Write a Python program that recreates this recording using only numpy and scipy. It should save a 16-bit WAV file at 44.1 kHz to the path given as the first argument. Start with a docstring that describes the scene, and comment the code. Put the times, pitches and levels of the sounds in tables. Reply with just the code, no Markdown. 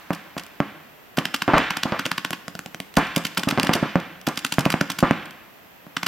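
"""Rapid strings of paintball shots from three markers on an open field, with balls thumping into inflatable bunkers.
Each shot is filtered noise for bolt and gas, plus damped sines for barrel and metal; a bunker throws it back.
Each thump is a short pressure pulse, a wobbling skin and ringing air inside, and it swells back off a fence.
Stray balls tick on netting; a thin tail of reflections, a steady outdoor wash and hiss lie underneath."""
import sys
import numpy as np
from scipy import signal
from scipy.fft import rfft, irfft
from scipy.io import wavfile

SR = 44100
rng = np.random.default_rng(int(sys.argv[2]) if len(sys.argv) > 2 else 0)


def log_audio(samples):
    """Write samples as a 16-bit WAV file to the path given in sys.argv[1]."""
    # one column per channel
    frames = np.atleast_2d(samples).T
    # limit to full scale, then quantise
    limited = np.clip(frames, -1, 1)
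    pcm = np.round(limited * 32767).astype(np.int16)
    wavfile.write(sys.argv[1], SR, pcm)


N = 267687  # length [samples]

# In all tables "fall" is the time a sound takes to die by 60 dB; levels are relative.
# Balls striking bunkers: (time [s], strength [dB], contact [ms], ring of the air inside [dB])
BUNKER_HITS = [ (.1060, -8.5, 0.12, -15), (.3670, -18, 0.12, -20), (0.6032, -4.5, 0.097, -14),
               (1.1825, -6, .21, -13.5), (1.4796, -7.5, 0.093, -2), (1.5353, -5.5, 0.14, 3),
               (1.566, -11.5, 0.069, -2.5), (1.855, -13, 0.28, -11), (1.9222, -11.5, 0.069, -7.5),
               (2.9714, -3, 0.34, 0), (3.171, -7, 0.43, -14.5), (3.3863, -17, 0.43, -18),
               (3.473, -7.5, 0.67, -10.5), (3.5257, -12.5, 0.67, -17), (3.576, -9, 0.077, -9),
               (3.584, -9, 0.092, -11), (3.6378, -11, 0.53, -13), (3.6934, -3, .1, -6.5),
               (3.7538, -12, 0.25, -8), (3.8279, -4.5, 0.53, -9.5), (3.9566, -3, .11, -10.5),
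               (4.2777, -8.5, 0.23, -12.5), (4.5840, -2.5, 0.086, -12), (4.6623, -3, 0.16, -12),
               (4.741, -5, 0.095, -14), (4.8128, -8.5, 0.18, -17.5), (5.0276, -1.5, 0.17, -2),
               (5.11, -2, 0.089, -13), (5.8671, -30, 0.13, -44)]
# Colour of rushing gas: (frequency [Hz], level [dB per Hz])
GAS_COLOUR = [(180, -24), (300, -5), (656, -6.5), (994, -3), (1430, -1.5), (2280, -5), (2840, -1.5),
              (4300, -10.5), (4830, -7.5), (6000, -13), (8640, -17.5), (9240, -21), (12500, -22),
              (14500, -29.5), (16000, -35)]
# Ring of the air inside a bunker: (frequency [Hz], level [dB per Hz], fall [s])
INSIDE_AIR = [(40, -34, .26), (101, -4, 0.36), (169, -2.5, 0.19), (289, 16, .13), (404, 1.5, 0.21),
              (614, 7, 0.17), (1060, 8.5, .17), (1450, 2.5, .25), (2170, -4, 0.37), (2900, -12.5, 0.4),
              (3900, -19, 0.4), (6800, -34, 0.41), (15000, -58, .33)]


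def markers():
    """Three markers fire, each with its own voice: the named settings that shot() takes."""
    # The near marker, equally loud every time: shot times (time [s])
    near_times = [1.1866, 1.2546, 1.3425, 1.4212, 1.5811, 1.7068, 1.7706, 1.8336, 1.9944, 2.0556, 2.1162,
                  2.1806, 2.2491, 2.3318, 3.3737, 3.4348, 3.51, 3.5983, 3.6703, 3.734, 4.6544, 4.7258,
                  4.8111, 5.9684, 6.032]
    # Voice of the near marker, with a strong crack and a weaker echo: settings by name [dB, ms, Hz]
    near_voice = dict(front_db=-2, jet_db=4, fade_ms=1.92, tilt_db=-1, hiss_db=-7.5, pop_db=1, echo_ms=11.5, echo_db=-13.5, cut_hz=840, bolt_db=-6)
    # The second marker: (time [s], level [dB])
    hissy_shots = [(.1323, -7), (.3800, -5.5), (1.1726, -2.5), (1.3462, -2.5), (2.9685, 0.5), (3.1625, 3.5),
                   (3.2514, 1.5), (3.3782, 2.5), (3.4875, 0), (3.6312, -0.5), (3.7365, 4), (3.7480, -6.5),
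                   (4.2698, 2), (4.3745, -1), (4.4483, 0.5), (4.5230, 1.5), (4.5912, 0.5), (4.7031, 1),
                   (4.9014, 1), (4.9882, 0), (6.0652, 3)]
    # Voice of the second marker, with a longer, brighter jet and a strong echo: settings by name [dB, ms, Hz]
    hissy_voice = dict(front_db=-12, jet_db=5, fade_ms=3, tilt_db=2.5, hiss_db=-7.5, pop_db=-0.5, echo_ms=16, echo_db=-3.5, cut_hz=680, bolt_db=-9.5)
    # The far marker: (time [s], level [dB])
    far_shots = [(2.0633, -5), (2.3069, -8), (2.4811, -11), (2.5522, -11.5), (2.5918, -13), (2.6608, -12),
                 (2.7460, -13.5), (2.8018, -9.5)]
    # Voice of the far marker, a short tick and pop with no bolt: settings by name [dB, ms, Hz];
    # its hollow knock: (frequency [Hz], level [dB], fall [s])
    far_voice = dict(front_db=-7.5, jet_db=4.5, fade_ms=1, tilt_db=2.5, hiss_db=-7.5, pop_db=7.5, echo_ms=16, echo_db=-21, cut_hz=610, knock=[(334, -30, 0.062),
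                 (565, -23, 0.023), (740, -16, .02)])
    near_db = -1
    near_shots = [(s, near_db) for s in near_times]
    return marker(near_shots, near_voice) + marker(hissy_shots, hissy_voice) + marker(far_shots, far_voice)


def marker(shots, voice):
    """One marker fires its strings, every shot in the same voice."""
    out = np.zeros((2, N))
    for s, level_db in shots:
        for delay_s, sound in shot(**voice):
            add(out, s + delay_s, undb(level_db) * sound)
    return out


def shot(front_db, jet_db, fade_ms, tilt_db, hiss_db, pop_db, echo_ms, echo_db, cut_hz, bolt_db=-np.inf, knock=()):
    """Bolt clicks, gas cracks and hisses out, barrel pops, a bunker throws it back: list of (delay [s], sound)."""
    # The barrel's pop: (frequency [Hz], level [dB], fall [s])
    barrel = [(227, -15.5, 0.025), (183, -38, 0.17), (288, -34.5, 0.12)]
    # The marker's metal body and bore: (frequency [Hz], level [dB], fall [s])
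    metal = [(1095, -33, 0.056), (1453, -21.5, 0.018), (2835, -33.5, 0.03), (3390, -37, 0.047),
             (5070, -48.5, 0.026), (12900, -23, 0.005)]
    bolt_lead_s = 0.0026  # the bolt closes this long before the gas comes
    t = np.arange(4096) / SR

    jet = undb(jet_db) * burst(t, fade_ms, side_db=-15.5) * ragged(t, rate_hz=1460, depth_db=5.0)
    jet[:, 0] -= undb(front_db)  # the shock front as the ball leaves
    hiss = undb(hiss_db) * colour(burst(t, fade_ms=21, side_db=-3.0), GAS_COLOUR, tilt_db - 1.0)
    # A narrow bore radiates little below cut_hz
    gas = low_cut(colour(jet, GAS_COLOUR, tilt_db) + hiss, cut_hz, order=4)

    pop_rise = 1 - np.exp(-(t / 0.0026) ** 2)
    pop = undb(pop_db) * modes(barrel, t, scatter=0.074) * pop_rise
    clank = modes(metal, t, scatter=0.0094)
    body = low_cut(pop + clank + modes(knock, t, scatter=0.087), 81, order=2)

    click = colour(burst(t, fade_ms=1.03, side_db=-20), GAS_COLOUR, tilt_db - 1.2)
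    bolt = undb(bolt_db) * low_cut(click, cut_hz, order=2)
    echo = undb(echo_db) * colour(burst(t, fade_ms=3.7, side_db=-12), GAS_COLOUR, tilt_db + 0.89)
    return [(-bolt_lead_s, bolt), (0, gas + body), (echo_ms / 1000, echo)]


def bunkers():
    """A ball slaps the taut skin, which springs back and wobbles; the sound bounces on in the air inside."""
    # The bunker's skin: (frequency [Hz], level [dB], fall [s])
    skin = [(207.4, -4.5, 0.048), (160.7, -13.5, 0.13), (261.8, -17, 0.1), (603, -13.5, 0.036)]
    # Standing waves inside a bunker: (frequency [Hz], level [dB], fall [s])
    standing = [(278.6, -33, 0.35), (531.3, -21.5, 0.12), (1052, -35, 0.64), (1170, -27, 0.29)]
    # The whole bunker heaving on its tethers: (frequency [Hz], level [dB], fall [s])
    tethers = [(24, -11, 0.2), (42, -4, 0.09), (74, -18.5, 0.1)]
    # Slap level at the reference contact time; longer contacts slap less
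    base_slap_db, reference_ms, db_per_doubling = 4, 0.086, -3.5
    # The heave grows this many dB per dB of strength and of ring, so mostly heavy hits show it
    base_heave_db, heave_growth = -6.5, 4.5
    lead_s = 0.002  # the pulse starts to build this long before its peak
    out, t = np.zeros((2, N)), np.arange(20480) / SR
    for s, strength_db, contact_ms, ring_db in BUNKER_HITS:
        slap_db = strength_db + base_slap_db + db_per_doubling * np.log2(contact_ms / reference_ms)
        heave_db = base_heave_db + heave_growth * (strength_db + ring_db)
        slap = push(t - lead_s, contact_ms)
        shell = colour(burst(t[:2048], fade_ms=0.9, side_db=-10), GAS_COLOUR)
        wobble = low_cut(modes(skin, t, scatter=0.068), 80)
        heave = low_cut(modes(tethers, t, scatter=0.11), 18)

        bounces = tail(INSIDE_AIR, t, side_db=-18.0, tilt_db=-1) * ragged(t, rate_hz=440, depth_db=1.5)
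        ring_rise = 1 - np.exp(-t / 0.0019)
        ring = (undb(16.5) * bounces + modes(standing, t, scatter=0.0129)) * ring_rise

        add(out, s - lead_s, undb(slap_db) * slap)
        # The first bounce inside comes back inverted
        add(out, s - lead_s + 0.002175, -undb(ring_db - 7) * slap)
        add(out, s, undb(slap_db - 8.5) * shell)  # the ball's shell bursts
        add(out, s + 0.00016, -undb(strength_db - 1.0) * wobble)
        add(out, s + 0.001045, undb(ring_db) * ring)
        add(out, s, undb(heave_db) * heave)
    return out


def push(t, contact_ms):
    """The pressure pulse of a ball's brief contact; a small patch of skin radiates little bass."""
    pulse = np.exp(-(1000 * t / max(contact_ms, 0.05)) ** 2 / 2)
    return low_cut(pulse, 60)


def fence():
    """Every thump swells back off the same fence, louder when the air in the bunker rang louder."""
    # The fence's bright wash: (frequency [Hz], level [dB per Hz], fall [s])
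    fence_colour = [(400, -19, 0.54), (990, 2, 0.36), (1580, 2, 0.71), (2780, -5, 0.89), (3350, -7, 0.81),
                    (4080, -17, 0.83), (6940, -27, 0.55), (15000, -49, .3)]
    wash_db, rise_s = 11, 0.044  # the level is added to each hit's ring level
    out, t = np.zeros((2, N)), np.arange(32768) / SR
    swell = 1 - np.exp(-(t / rise_s) ** 2)
    wash = tail(fence_colour, t, side_db=-13) * swell * ragged(t, rate_hz=180, depth_db=2.0)
    for s, _, _, ring_db in BUNKER_HITS:
        add(out, s, undb(wash_db + ring_db) * wash)
    return out


def netting():
    """Stray balls tick on the netting: thin, bright bursts of noise."""
    # Ticks: (time [s])
    tick_times = [0.4356, 0.465, 2.9406, 2.9543, 3.069, 3.1500, 3.2384, 3.3481, 4.0007, 4.2140, 4.358,
                  5.2563, 5.3083]
    tick_db = -15
    out, t = np.zeros((2, N)), np.arange(1024) / SR
    for s in tick_times:
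        tick = colour(burst(t, fade_ms=1.8, side_db=-5.5), GAS_COLOUR, tilt_db=3.5)
        add(out, s, undb(tick_db) * tick)
    return out


def field(direct, wet_db):
    """Fence, bunkers and hillside scatter a thin, uneven tail."""
    # The field's tail: (frequency [Hz], level [dB per Hz], fall [s])
    field_colour = [(59.6, -12, 1), (248, -1, 0.56), (634, -6.5, 0.96), (1300, -4, 1), (2800, -5.5, 1),
                    (6200, -4, 0.76), (15100, -3, 0.28)]
    t = np.arange(48000) / SR
    rise = 1 - np.exp(-t / 0.0013)
    response = tail(field_colour, t, side_db=-2.5) * rise * ragged(t, rate_hz=200, depth_db=2.5)
    mono = direct.mean(axis=0)[None]
    return undb(wet_db) * signal.fftconvolve(mono, response, axes=1)[:, :N]


def air(early_db, fade_s, hiss_db):
    """Steady outdoor wash and microphone hiss, with the ring of earlier play dying away at first."""
    # The outdoor wash: (frequency [Hz], level [dB per Hz])
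    outdoor_colour = [(18, -30), (30, -8.5), (187, 2), (489, 0), (726, 0.5), (1350, -3.5), (1950, -2.5),
                      (2260, -6.5), (2560, -4), (3990, -14), (5110, -16.5), (5930, -17.5), (11000, -26),
                      (14300, -40), (22000, -120)]
    # The microphone hiss: (frequency [Hz], level [dB per Hz])
    hiss_colour = [(8000, -17), (11000, -12.5), (12000, 2), (15300, -3), (16200, -5)]
    wash_db = -49
    t = np.arange(N) / SR
    earlier_ring = colour(noise(N, side_db=-3), INSIDE_AIR, tilt_db=7.5)
    dying = undb(early_db) * np.exp(-t / fade_s) * earlier_ring
    wash = undb(wash_db) * colour(noise(N, side_db=-1, apart_hz=40), outdoor_colour)
    hiss = undb(hiss_db) * colour(noise(N, side_db=0), hiss_colour)
    return wash + dying + hiss


def burst(t, fade_ms, side_db):
    """A puff of turbulent gas: fading noise with unit energy, averaged over the two sides."""
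    puff = noise(len(t), side_db) * np.exp(-1000 * t / max(fade_ms, 0.2))
    return puff / np.sqrt(np.sum(puff ** 2) / 2)


def modes(table, t, scatter):
    """Damped sines, a little differently tuned at every blow."""
    total = 0
    for hz, level_db, fall_s in table:
        tuned_hz = hz * (1 + scatter * rng.standard_normal())
        decay = np.exp(-np.log(1000) * t / fall_s)
        total = total + undb(level_db) * np.sin(2 * np.pi * tuned_hz * t) * decay
    return total


def tail(table, t, side_db, tilt_db=0):
    """Dense reflections of unit energy: third-octave bands of noise, each dying at its own rate."""
    centres = 31.25 * 2 ** (np.arange(28) / 3)  # [Hz]
    numbers = np.arange(len(centres))
    hz = np.fft.rfftfreq(len(t), 1 / SR)
    place = np.interp(np.log(hz + 1), np.log(centres), numbers)
    bands = np.maximum(1 - abs(place - numbers[:, None]), 0)  # overlapping triangles
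    gains = undb(lookup(table, centres) + tilt_db * np.log2(centres / 1000))  # tilt in dB per octave
    falls_s = lookup(table, centres, axis=2)
    spectrum = rfft(noise(len(t), side_db))
    out = np.zeros((2, len(t)))
    for gain, band, fall_s in zip(gains, bands, falls_s):
        out += gain * irfft(spectrum * band, len(t)) * np.exp(-np.log(1000) * t / fall_s)
    return out / np.sqrt(np.sum(out ** 2) / 2)


def ragged(t, rate_hz, depth_db):
    """A gain that wanders between random levels, as eddies and reflections come in clusters."""
    steps = rng.standard_normal(512)
    gain = undb(depth_db * np.interp(t * rate_hz, np.arange(len(steps)), steps))
    return gain / np.sqrt(np.mean(gain ** 2))


def noise(n, side_db, apart_hz=2500):
    """Stereo noise; the two sides differ mainly above apart_hz."""
    mid, side = rng.standard_normal((2, n))
    width = undb(side_db)
    side = width * low_cut(side, apart_hz)
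    return np.array([mid + side, mid - side]) / np.hypot(1, width)


def colour(x, spectrum, tilt_db=0):
    """Filter without pre-echo: the spectrum at unit power gain, then tilted about 4 kHz [dB per octave]."""
    size = 2048
    hz = np.maximum(np.fft.rfftfreq(size, 1 / SR), 20)
    gain = undb(lookup(spectrum, hz))
    gain = gain / np.sqrt(np.mean(gain ** 2)) * undb(tilt_db * np.log2(hz / 4000))
    # Folding the cepstrum (spectrum of the log gain) gives a minimum-phase filter
    cepstrum = irfft(np.log(gain + 1e-9))
    fold = np.r_[1, np.full(size // 2 - 1, 2), 1, np.zeros(size // 2 - 1)]
    response = irfft(np.exp(rfft(cepstrum * fold)))
    return signal.fftconvolve(x, response[None], axes=1)[:, :x.shape[1]]


def low_cut(x, hz, order=1):
    """Butterworth high-pass: weakens what lies below hz."""
    return signal.sosfilt(signal.butter(order, hz, "high", fs=SR, output="sos"), x)


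def lookup(table, hz, axis=1):
    """One column of a table of frequencies, joined by straight lines on a log frequency axis."""
    table = np.array(table)
    return np.interp(np.log(np.maximum(hz, 1)), np.log(table[:, 0]), table[:, axis])


def undb(db):
    """Decibels to gain."""
    return 10 ** (np.asarray(db) / 20)


def add(out, s, sound):
    """Mix a sound in from time s [s]."""
    i = max(int(round(s * SR)), 0)
    n = max(min(sound.shape[-1], N - i), 0)
    out[:, i:i + n] += sound[..., :n]


def scene():
    """Shots, hits and ticks on the open field, with their reflections and the outdoor air."""
    direct = markers() + bunkers() + netting()
    background = air(early_db=-31.5, fade_s=0.44, hiss_db=-56)
    return direct + fence() + field(direct, wet_db=-13) + background


def record(dry):
    """Two microphone ports differ in level and phase with pitch; peaks beyond full scale clip; the top is cut."""
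    # The ports: (frequency [Hz], left minus right [dB], left's lead [radians])
    port_differences = [(60, -4, 0.2), (248, -2, 0.4), (500, 0, 0.32), (1000, 0, 0.18), (2050, -1.1, -0.5),
                        (4530, -2.5, 0.8), (7300, 2.1, -1.39), (15000, -1, -0.15)]
    top_hz = 15900
    hz = np.fft.rfftfreq(N, 1 / SR)
    half_db = lookup(port_differences, hz) / 2
    lead = lookup(port_differences, hz, axis=2)
    ports = np.array([undb(half_db), undb(-half_db) * np.exp(-1j * lead)])
    clipped = np.clip(irfft(rfft(dry) * ports, N), -1, 1)
    return signal.sosfilt(signal.ellip(8, 0.2, 80, top_hz, fs=SR, output="sos"), clipped)


dry = scene()
out = record(dry)
log_audio(out)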